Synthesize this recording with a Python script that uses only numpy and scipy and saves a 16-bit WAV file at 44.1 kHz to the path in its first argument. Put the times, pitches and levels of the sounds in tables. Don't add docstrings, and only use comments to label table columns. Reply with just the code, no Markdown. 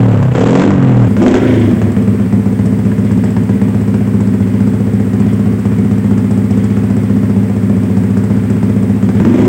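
import sys
import numpy as np
from scipy import signal
from scipy.fft import rfft, irfft, next_fast_len
from scipy.io import wavfile
from scipy.ndimage import uniform_filter1d, minimum_filter1d, map_coordinates

SR = 44100
rng = np.random.default_rng(int(sys.argv[2]) if len(sys.argv) > 2 else 0)


def inscribe(sig):
    pcm = np.round(np.clip(np.atleast_2d(sig).T, -1, 1) * 32767)
    wavfile.write(sys.argv[1], SR, pcm.astype(np.int16))


N = 418068

MOVE_S = 1.08
IDLE_RATE = 15.2


def amp(db):
    return 10 ** (np.asarray(db) / 20)


def unit(x):
    return x / np.sqrt(np.mean(x ** 2) + 1e-20)


def along(points, hz):
    f, v = np.transpose(points)
    return np.interp(np.log(hz + 1), np.log(f + 1), v)


def curves(rows):
    s, *cols = np.transpose(rows)
    return [np.interp(np.arange(N) / SR, s, c) for c in cols]


def filtered(x, response):
    m = next_fast_len(N + SR // 2)
    return irfft(rfft(x, m) * response(np.fft.rfftfreq(m, 1 / SR)), m)[:N]


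def coloured(x, spectrum):
    return filtered(x, lambda hz: amp(along(spectrum, hz)))


def ring(x, modes):
    edges = [modes[0][0] * 0.96, modes[-1][0] * 1.47]
    x = signal.sosfilt(signal.butter(2, edges, "band", fs=SR, output="sos"), x)

    def response(f):
        total = 0
        for k, (centre, width, db) in enumerate(modes):
            resonance = 1j * f * width / (centre * centre - f * f + 1j * f * width)
            total = total + (-1) ** k * amp(db) * resonance
        return total

    return filtered(x, response)


def gliding(x, modes, ratio):
    n, clock = np.arange(N), np.cumsum(ratio)
    warped = np.interp(n, clock, x)
    return np.interp(clock, n, ring(warped, modes))


def steady(x, size):
    power = np.abs(uniform_filter1d(uniform_filter1d(x ** 2, size), size))
    return x / np.sqrt(power + 1e-4 * np.mean(x ** 2))


def fade(pulses, life):
    return signal.lfilter([1], [1, -np.exp(-1 / (life * SR))], pulses)


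# start of opening in seconds, time to open in seconds,
# start of shutting in seconds, opening from 0 to 1.
TWISTS = [(.025, 0.02, 0.19, 0.16), (0.326, 0.012, 0.67, 0.8), (1.161, 0.074, 1.38, 0.79),
          (9.05, 0.58, 9.7, 0.5)]
RELEASE_S = 0.031


def throttle():
    t = np.arange(N) / SR
    gas = 0
    for opens, rise, shuts, opening in TWISTS:
        gas = gas + opening * np.clip((t - opens) / rise, 0, 1) * np.exp(-np.maximum(t - shuts, 0) / RELEASE_S)
    return gas


def turning(speed):
    return np.cumsum(curves(speed)[0]) / SR


def loudness(law, speed, base_speed):
    doublings, gas = np.log2(curves(speed)[0] / base_speed), throttle()
    return [db + speed_db * doublings + gas_db * gas for db, speed_db, gas_db in law]


# time in seconds, change in dB of any firing within 0.025 s.
MISFIRES = [(1.915, -7.5), (2.024, -1.5), (2.134, 1), (2.265, -3), (2.392, -4), (2.523, -4), (2.919, -1.5),
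            (3.308, -6), (3.429, -4), (3.559, -3.5), (4.004, -1.5), (4.539, -2), (4.672, 1), (5.264, -0.5),
            (5.523, -1), (6.705, -1), (8.562, -2), (8.758, -0.5), (8.96, -6), (9.091, -2.5)]


def firings(cycles, scatter_db, jitter, hard_db):
    times = np.flatnonzero(np.diff(np.floor(cycles))) / SR
    chance = rng.standard_normal((len(times), 2))
    hard = np.abs(times[:, None] - np.transpose(POPS)[0]).min(1) < .008
    s, db = np.transpose(MISFIRES)
    lost_db = (np.abs(times[:, None] - s) < .025) @ db
    sizes = amp(np.where(hard, hard_db, scatter_db * chance[:, 0]) + lost_db)
    times = times + jitter * np.gradient(times) * chance[:, 1] * ~hard
    return np.bincount(np.clip(times * SR, 0, N - 1).astype(int), sizes, N)


# time in seconds, firings per second.
NEAR_SPEED = [(0, 39.5), (.13, 36), (.3, 30.8), (.335, 30), (.42, 38.6), (.478, 41.4), (.558, 44.9),
              (.604, 47.2), (.66, 51), (.7, 50), (.75, 47.2), (.8, 45.1), (.88, 42.4), (1.016, 39),
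              (1.08, 37)]
NEAR_CRUISE, NEAR_TOP = 40, 51
NEAR_GLIDE = .4
# dB at NEAR_CRUISE, dB per doubling of speed,
# dB added by full throttle.
NEAR_LAW = [(-7, 7, -6), (-9.5, 25.5, 3), (-20, 14.5, 12.5), (-22.5, 13, 8.5)]
# frequency in Hz, width in Hz, relative level in dB.
PIPE_BOOM = [(101.5, 13, -8), (120, 14.7, 0)]
PIPE_BARK = [(196.7, 26, 5), (243.6, 24, -3.5), (283.5, 19, 2.5)]
PIPE_BLARE = [(309, 38, 5.5), (376, 59, 0), (461, 42, 5), (518, 43, 0), (606, 80, -17.5)]
# frequency in Hz, relative spectral level in dB.
NEAR_JET = [(300, -15.5), (560, 6.5), (800, 1), (1200, -4.5), (2000, -10.5), (3000, -17), (4200, -28.5),
            (6000, -32), (7800, -26), (8500, -69.5), (16000, -61)]
SIZZLE = [(1500, -14), (3200, 0), (4300, -14), (6000, -11), (7700, -8.5), (8400, -21), (16000, -55)]
BUFFET = [(15, -19), (45, -14), (70, -13), (130, -18), (400, -67)]


def at_the_pipe():
    boom_db, bark_db, blare_db, rasp_db = loudness(NEAR_LAW, NEAR_SPEED, NEAR_CRUISE)
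    cycles = turning(NEAR_SPEED) + .98
    pulses = firings(cycles, scatter_db=2.4, jitter=0.005, hard_db=1.5)
    gas = throttle()
    torn = pulses + (0.012 + 0.03 * gas) * fade(pulses, life=0.013) * rng.standard_normal(N)
    ratio = (curves(NEAR_SPEED)[0] / NEAR_TOP) ** NEAR_GLIDE
    boom = amp(boom_db) * steady(ring(pulses, PIPE_BOOM), size=1500)
    bark = amp(bark_db) * steady(gliding(torn, PIPE_BARK, ratio), size=1500)
    blare = amp(blare_db) * steady(ring(torn, PIPE_BLARE), size=1500)
    flow = boom + bark + blare
    gate = np.abs(steady(flow, size=2200)) ** 1.1 * (1.1 + fade(pulses, life=0.015))
    jet = steady(coloured(gate * rng.standard_normal(N), NEAR_JET), size=1500)
    sizzle = gas ** 2 * steady(coloured(gate * rng.standard_normal(N), SIZZLE), size=1500)
    buffet = unit(coloured(rng.standard_normal(N), BUFFET))
    return flow + amp(rasp_db) * (jet + amp(-12.5) * sizzle) + amp(-27.5) * buffet


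# frequency in Hz, relative spectral level in dB.
CLATTER = [(20, 7), (45, 3.5), (70, -2), (500, 0), (2000, -0.5), (3000, -11.5), (4000, -16.5),
           (5000, -15.5), (6400, -19.5), (8500, -10.5), (10000, -20.5), (12800, -23), (14500, -18),
           (15800, -15)]


def clatter():
    return amp(-35.5) * unit(coloured(rng.standard_normal(N), CLATTER))


# frequency in Hz, reverberation time (60 dB) in seconds.
WORKSHOP = [(200, 0.93), (2000, 0.98), (10000, 0.18)]


def reverb(x):
    hz, t, z = signal.stft(rng.standard_normal(SR // 2), SR, nperseg=256)
    decay = amp(-60 * t / along(WORKSHOP, hz)[:, None])
    tail = signal.istft(z * decay, SR, nperseg=256)[1]
    late = np.pad(tail, (300, 0))
    return signal.fftconvolve(x, late / np.linalg.norm(tail))[:N]


# frequency in Hz, relative spectral level in dB.
FAR_JET = [(300, 3), (590, 8), (780, 1), (1000, 0.5), (1350, -6), (2100, -9), (3000, -17), (4000, -25.5),
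           (6000, -23), (7800, -21.5), (8600, -51), (16000, -66)]


def crack(bangs):
    bursts = fade(bangs, life=0.0096) * rng.standard_normal(N)
    snaps = signal.sosfilt(signal.butter(2, [450, 1700], "band", fs=SR, output="sos"), bangs)
    cracks = amp(11) * coloured(bursts, FAR_JET) + amp(32) * snaps
    return cracks + 0.5 * reverb(cracks)


# time in seconds, strength in dB before the crack is shaped.
POPS = [(0.228, -21.5), (0.554, -8), (0.597, -7), (0.621, -7.5), (0.706, -9.5), (0.739, -21), (1.167, -20),
        (1.219, -21.5), (1.264, -9.5), (1.342, -7.5), (1.671, -38), (1.713, -25), (1.817, -20.5),
        (1.966, -26), (2.326, -31), (2.591, -31), (3.111, -30.5), (3.238, -28), (3.366, -25.5),
        (3.493, -27.5), (3.616, -26.5), (3.746, -32), (3.942, -28.5), (4.203, -32), (4.604, -38),
        (4.999, -38), (5.133, -27.5), (5.458, -37), (5.653, -34), (5.912, -31), (6.175, -44), (6.769, -27),
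        (7.296, -39), (7.696, -41), (8.17, -32), (8.5, -33), (8.629, -29), (9.027, -33), (9.09, -22.5),
        (9.201, -23.5), (9.251, -20), (9.34, -35), (9.381, -38), (9.417, -27)]


def pops():
    s, db = np.transpose(POPS)
    return crack(np.bincount((s * SR).astype(int), amp(db), N))


# delay in seconds, gain.
WALLS = [(0, 1), (.0098, .88), (.0189, .52), (.0349, .33), (.04635, .77)]


def walls(x):
    return sum(gain * np.pad(x, (round(delay * SR), 0))[:N] for delay, gain in WALLS)


def wobble(rate):
    return map_coordinates(rng.standard_normal(400), [np.arange(N) * rate / SR], mode="wrap")


def hunting(cycles):
    at = np.array([int(s * SR) for s, db in POPS if s > MOVE_S])
    whole = np.cumsum(np.round(np.diff(cycles[at], prepend=0)))
    return cycles + np.interp(np.arange(N), at, whole - cycles[at])


# frequency in Hz, gain in dB.
SNAP_TONE = [(400, -21), (700, -12), (1100, -6), (2100, 6.5), (3500, -15)]
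SNAP_DB, SNAP_SCATTER_DB = -45, 2


def firing_snaps(pulses, heat):
    strength_db = SNAP_DB + SNAP_SCATTER_DB * rng.standard_normal(N) + 3.9 * heat
    return coloured(crack(pulses * amp(strength_db)), SNAP_TONE)


# time in seconds, firings per second.
FAR_SPEED = [(1.08, 15.2), (1.16, 17), (1.24, 24), (1.42, 28.6), (1.52, 28.3), (1.69, 24.5), (1.76, 20),
             (1.92, 19.6), (2.1, 16.8), (2.3, 15.2), (9.05, 15.2), (9.12, 16.4), (9.18, 19.2), (9.32, 23.5),
             (9.48, 29)]
FAR_TOP = 30
FAR_GLIDE, COOLING = .22, .04
# dB at idle,
# dB per doubling of speed, dB added by full throttle.
FAR_LAW = [(-15.5, 3.5, -5.5), (-11.5, 1, 12), (-25, 12, 11.5), (-29.5, 4.5, 17)]
# frequency in Hz, width in Hz, relative level in dB.
ROOM_BOOM = [(76, 5.3, -1.6), (106.4, 8.5, 12.2), (122, 35.7, -4.2), (136.2, 5.7, 3.7)]
ROOM_BARK = [(180, 58.6, 10.5), (205, 69.5, 8.6), (226.8, 10.7, 3.3), (251, 18, 2.5)]
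ROOM_BLARE = [(270, 4.2, -5.5), (357, 15.5, -4.5), (387, 19, -9), (438.6, 10.8, -1.5), (445.2, 25.8, -5.5),
              (578, 71, -23)]
# frequency in Hz, width in Hz, relative level in dB.
HOT_BARK = [(200, 26, -8), (244, 27, -6), (268, 22, 0)]
HOT_BLARE = [(312.5, 28, 1.5), (369.4, 21.4, 8), (423.4, 45, 0), (462, 25, -2.5), (538, 24, -6.5),
             (634, 65, -11.5)]
FLUTTER_CYCLES = 0.0041
THROB_DB = 0.8


def behind_the_bike():
    boom_db, bark_db, blare_db, rasp_db = loudness(FAR_LAW, FAR_SPEED, IDLE_RATE)
    cycles = hunting(turning(FAR_SPEED) + FLUTTER_CYCLES * wobble(rate=5))
    pulses = firings(cycles, scatter_db=1.1, jitter=.006, hard_db=1.2)
    puffs = fade(pulses, life=0.01) * rng.standard_normal(N)
    echoed = walls(pulses + 0.014 * puffs)
    speed, = curves(FAR_SPEED)
    heat = np.clip((speed - 17) / 6, 0, 1)
    ratio = (speed / FAR_TOP) ** FAR_GLIDE * (1 - COOLING * (1 - throttle()))

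    def body(x, cool, hot):
        cool_ring = unit(ring(x, cool))
        hot_ring = unit(gliding(x, hot, ratio))
        return steady((1 - heat) * cool_ring + heat * hot_ring, size=9000)

    boom = amp(boom_db) * steady(ring(pulses + 0.016 * puffs, ROOM_BOOM), size=9000)
    bark = amp(bark_db + THROB_DB * wobble(rate=12)) * body(echoed, ROOM_BARK, HOT_BARK)
    blare = amp(blare_db) * body(echoed + 0.028 * puffs, ROOM_BLARE, HOT_BLARE)
    stream = np.abs(steady(bark + blare, size=2200)) ** 2.3 * rng.standard_normal(N)
    jet = coloured(puffs + 0.22 * heat * stream, FAR_JET)
    rasp = amp(rasp_db - 2.0) * steady(jet + 0.74 * reverb(jet), size=5800)
    sizzle = amp(rasp_db - 14.5) * throttle() ** 2 * unit(coloured(stream, SIZZLE))
    exhaust = boom + bark + blare + rasp + sizzle
    return exhaust + firing_snaps(pulses, heat) + valves(pulses) + rattle(pulses)


# time in seconds, strength in dB before trim and shaping.
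TICKS = [(2.659, -21.5), (3.1156, -25), (3.2425, -28), (3.6182, -31), (3.8775, -32), (5.2026, -28),
         (5.3327, -30), (5.5944, -30), (5.658, -25), (6.1788, -25), (6.3105, -23), (6.3754, -29),
         (6.5091, -30), (6.5735, -30), (6.6423, -21.5), (6.7735, -41), (6.902, -26), (6.967, -26),
         (7.0334, -29), (7.9703, -26), (8.1743, -25), (8.2395, -25), (8.5015, -26), (8.8263, -27)]
# frequency in Hz, gain in dB.
VALVE = [(2000, -9.5), (4000, -9), (5100, 3), (6300, -5.5), (7300, 1), (7850, 10), (8300, 1.5),
         (16000, -37.5)]
TAP_DB, TAP_SCATTER_DB = -38.5, 3
REBOUND_S, REBOUND = 0.0065, 0.36


def valves(pulses):
    s, db = np.transpose(TICKS)
    tap_sizes = amp(TAP_DB + TAP_SCATTER_DB * rng.standard_normal(N))
    taps = np.roll(pulses > 0, round(0.0039 * SR)) * tap_sizes
    taps = taps + np.bincount((s * SR).astype(int), amp(db - 7.5), N)
    taps = taps + REBOUND * np.roll(taps, round(REBOUND_S * SR))
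    ticks = coloured(fade(taps, life=0.0037) * rng.standard_normal(N), VALVE)
    return ticks + 0.45 * reverb(ticks)


# frequency in Hz, relative spectral level in dB.
GEARS = [(1000, -35), (1600, 0.5), (2100, 3.5), (2600, -6.5), (3300, -2.5), (4200, -20), (7000, -22.5),
         (9000, -45)]
GEARS_DB, GEARS_DB_PER_DOUBLING = -46.5, 11.5


def rattle(pulses):
    knocks = fade(np.roll(pulses, round(0.02 * SR)) * amp(4.8 * rng.standard_normal(N)), life=0.041)
    level_db = GEARS_DB + GEARS_DB_PER_DOUBLING * np.log2(curves(FAR_SPEED)[0] / IDLE_RATE)
    return amp(level_db) * unit(coloured((0.5 + knocks) * rng.standard_normal(N), GEARS))


# time in seconds, strength in dB added to every mode.
PINGS = [(2.917, -26), (3.114, -34), (3.24, -33), (3.367, -24.5), (3.617, -29), (8.172, -33), (8.63, -32)]
# frequency in Hz, relative level in dB, 60 dB decay time in seconds.
SHELL = [(970, -4, .05), (1650, -1, .06), (1730, -8, .06), (2120, -9, .05)]


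def pings():
    s, db = np.transpose(PINGS)
    t = np.arange(SR // 4) / SR
    note = sum(amp(level - 60 * t / t60) * np.sin(2 * np.pi * hz * t) for hz, level, t60 in SHELL)
    return signal.fftconvolve(np.bincount((s * SR).astype(int), amp(db), N), note)[:N]


def scene():
    far = np.clip((np.arange(N) / SR - MOVE_S) / .01 + .5, 0, 1)
    places = (1 - far) * at_the_pipe() + far * behind_the_bike()
    whirr = (0.38 + 0.57 * far) * clatter()
    return (places + pops() + pings() + whirr)[None]


def limiter(x, ceiling_db, recovery_db):
    over = np.maximum(20 * np.log10(np.abs(x) + 1e-9) - ceiling_db, 0)
    ramp = recovery_db * np.arange(N) / SR
    held = np.maximum.accumulate(over + ramp) - ramp
    return x * amp(uniform_filter1d(minimum_filter1d(-held, size=120), size=120))


def record(dry):
    x = limiter(dry[0], ceiling_db=1.0, recovery_db=85.5)
    clipping = np.clip(x, -.96, .96) - x
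    x = x + filtered(clipping, lambda hz: hz < 8000)
    return filtered(x, lambda hz: hz < 15900)[None]


dry = scene()
out = record(dry)
inscribe(out)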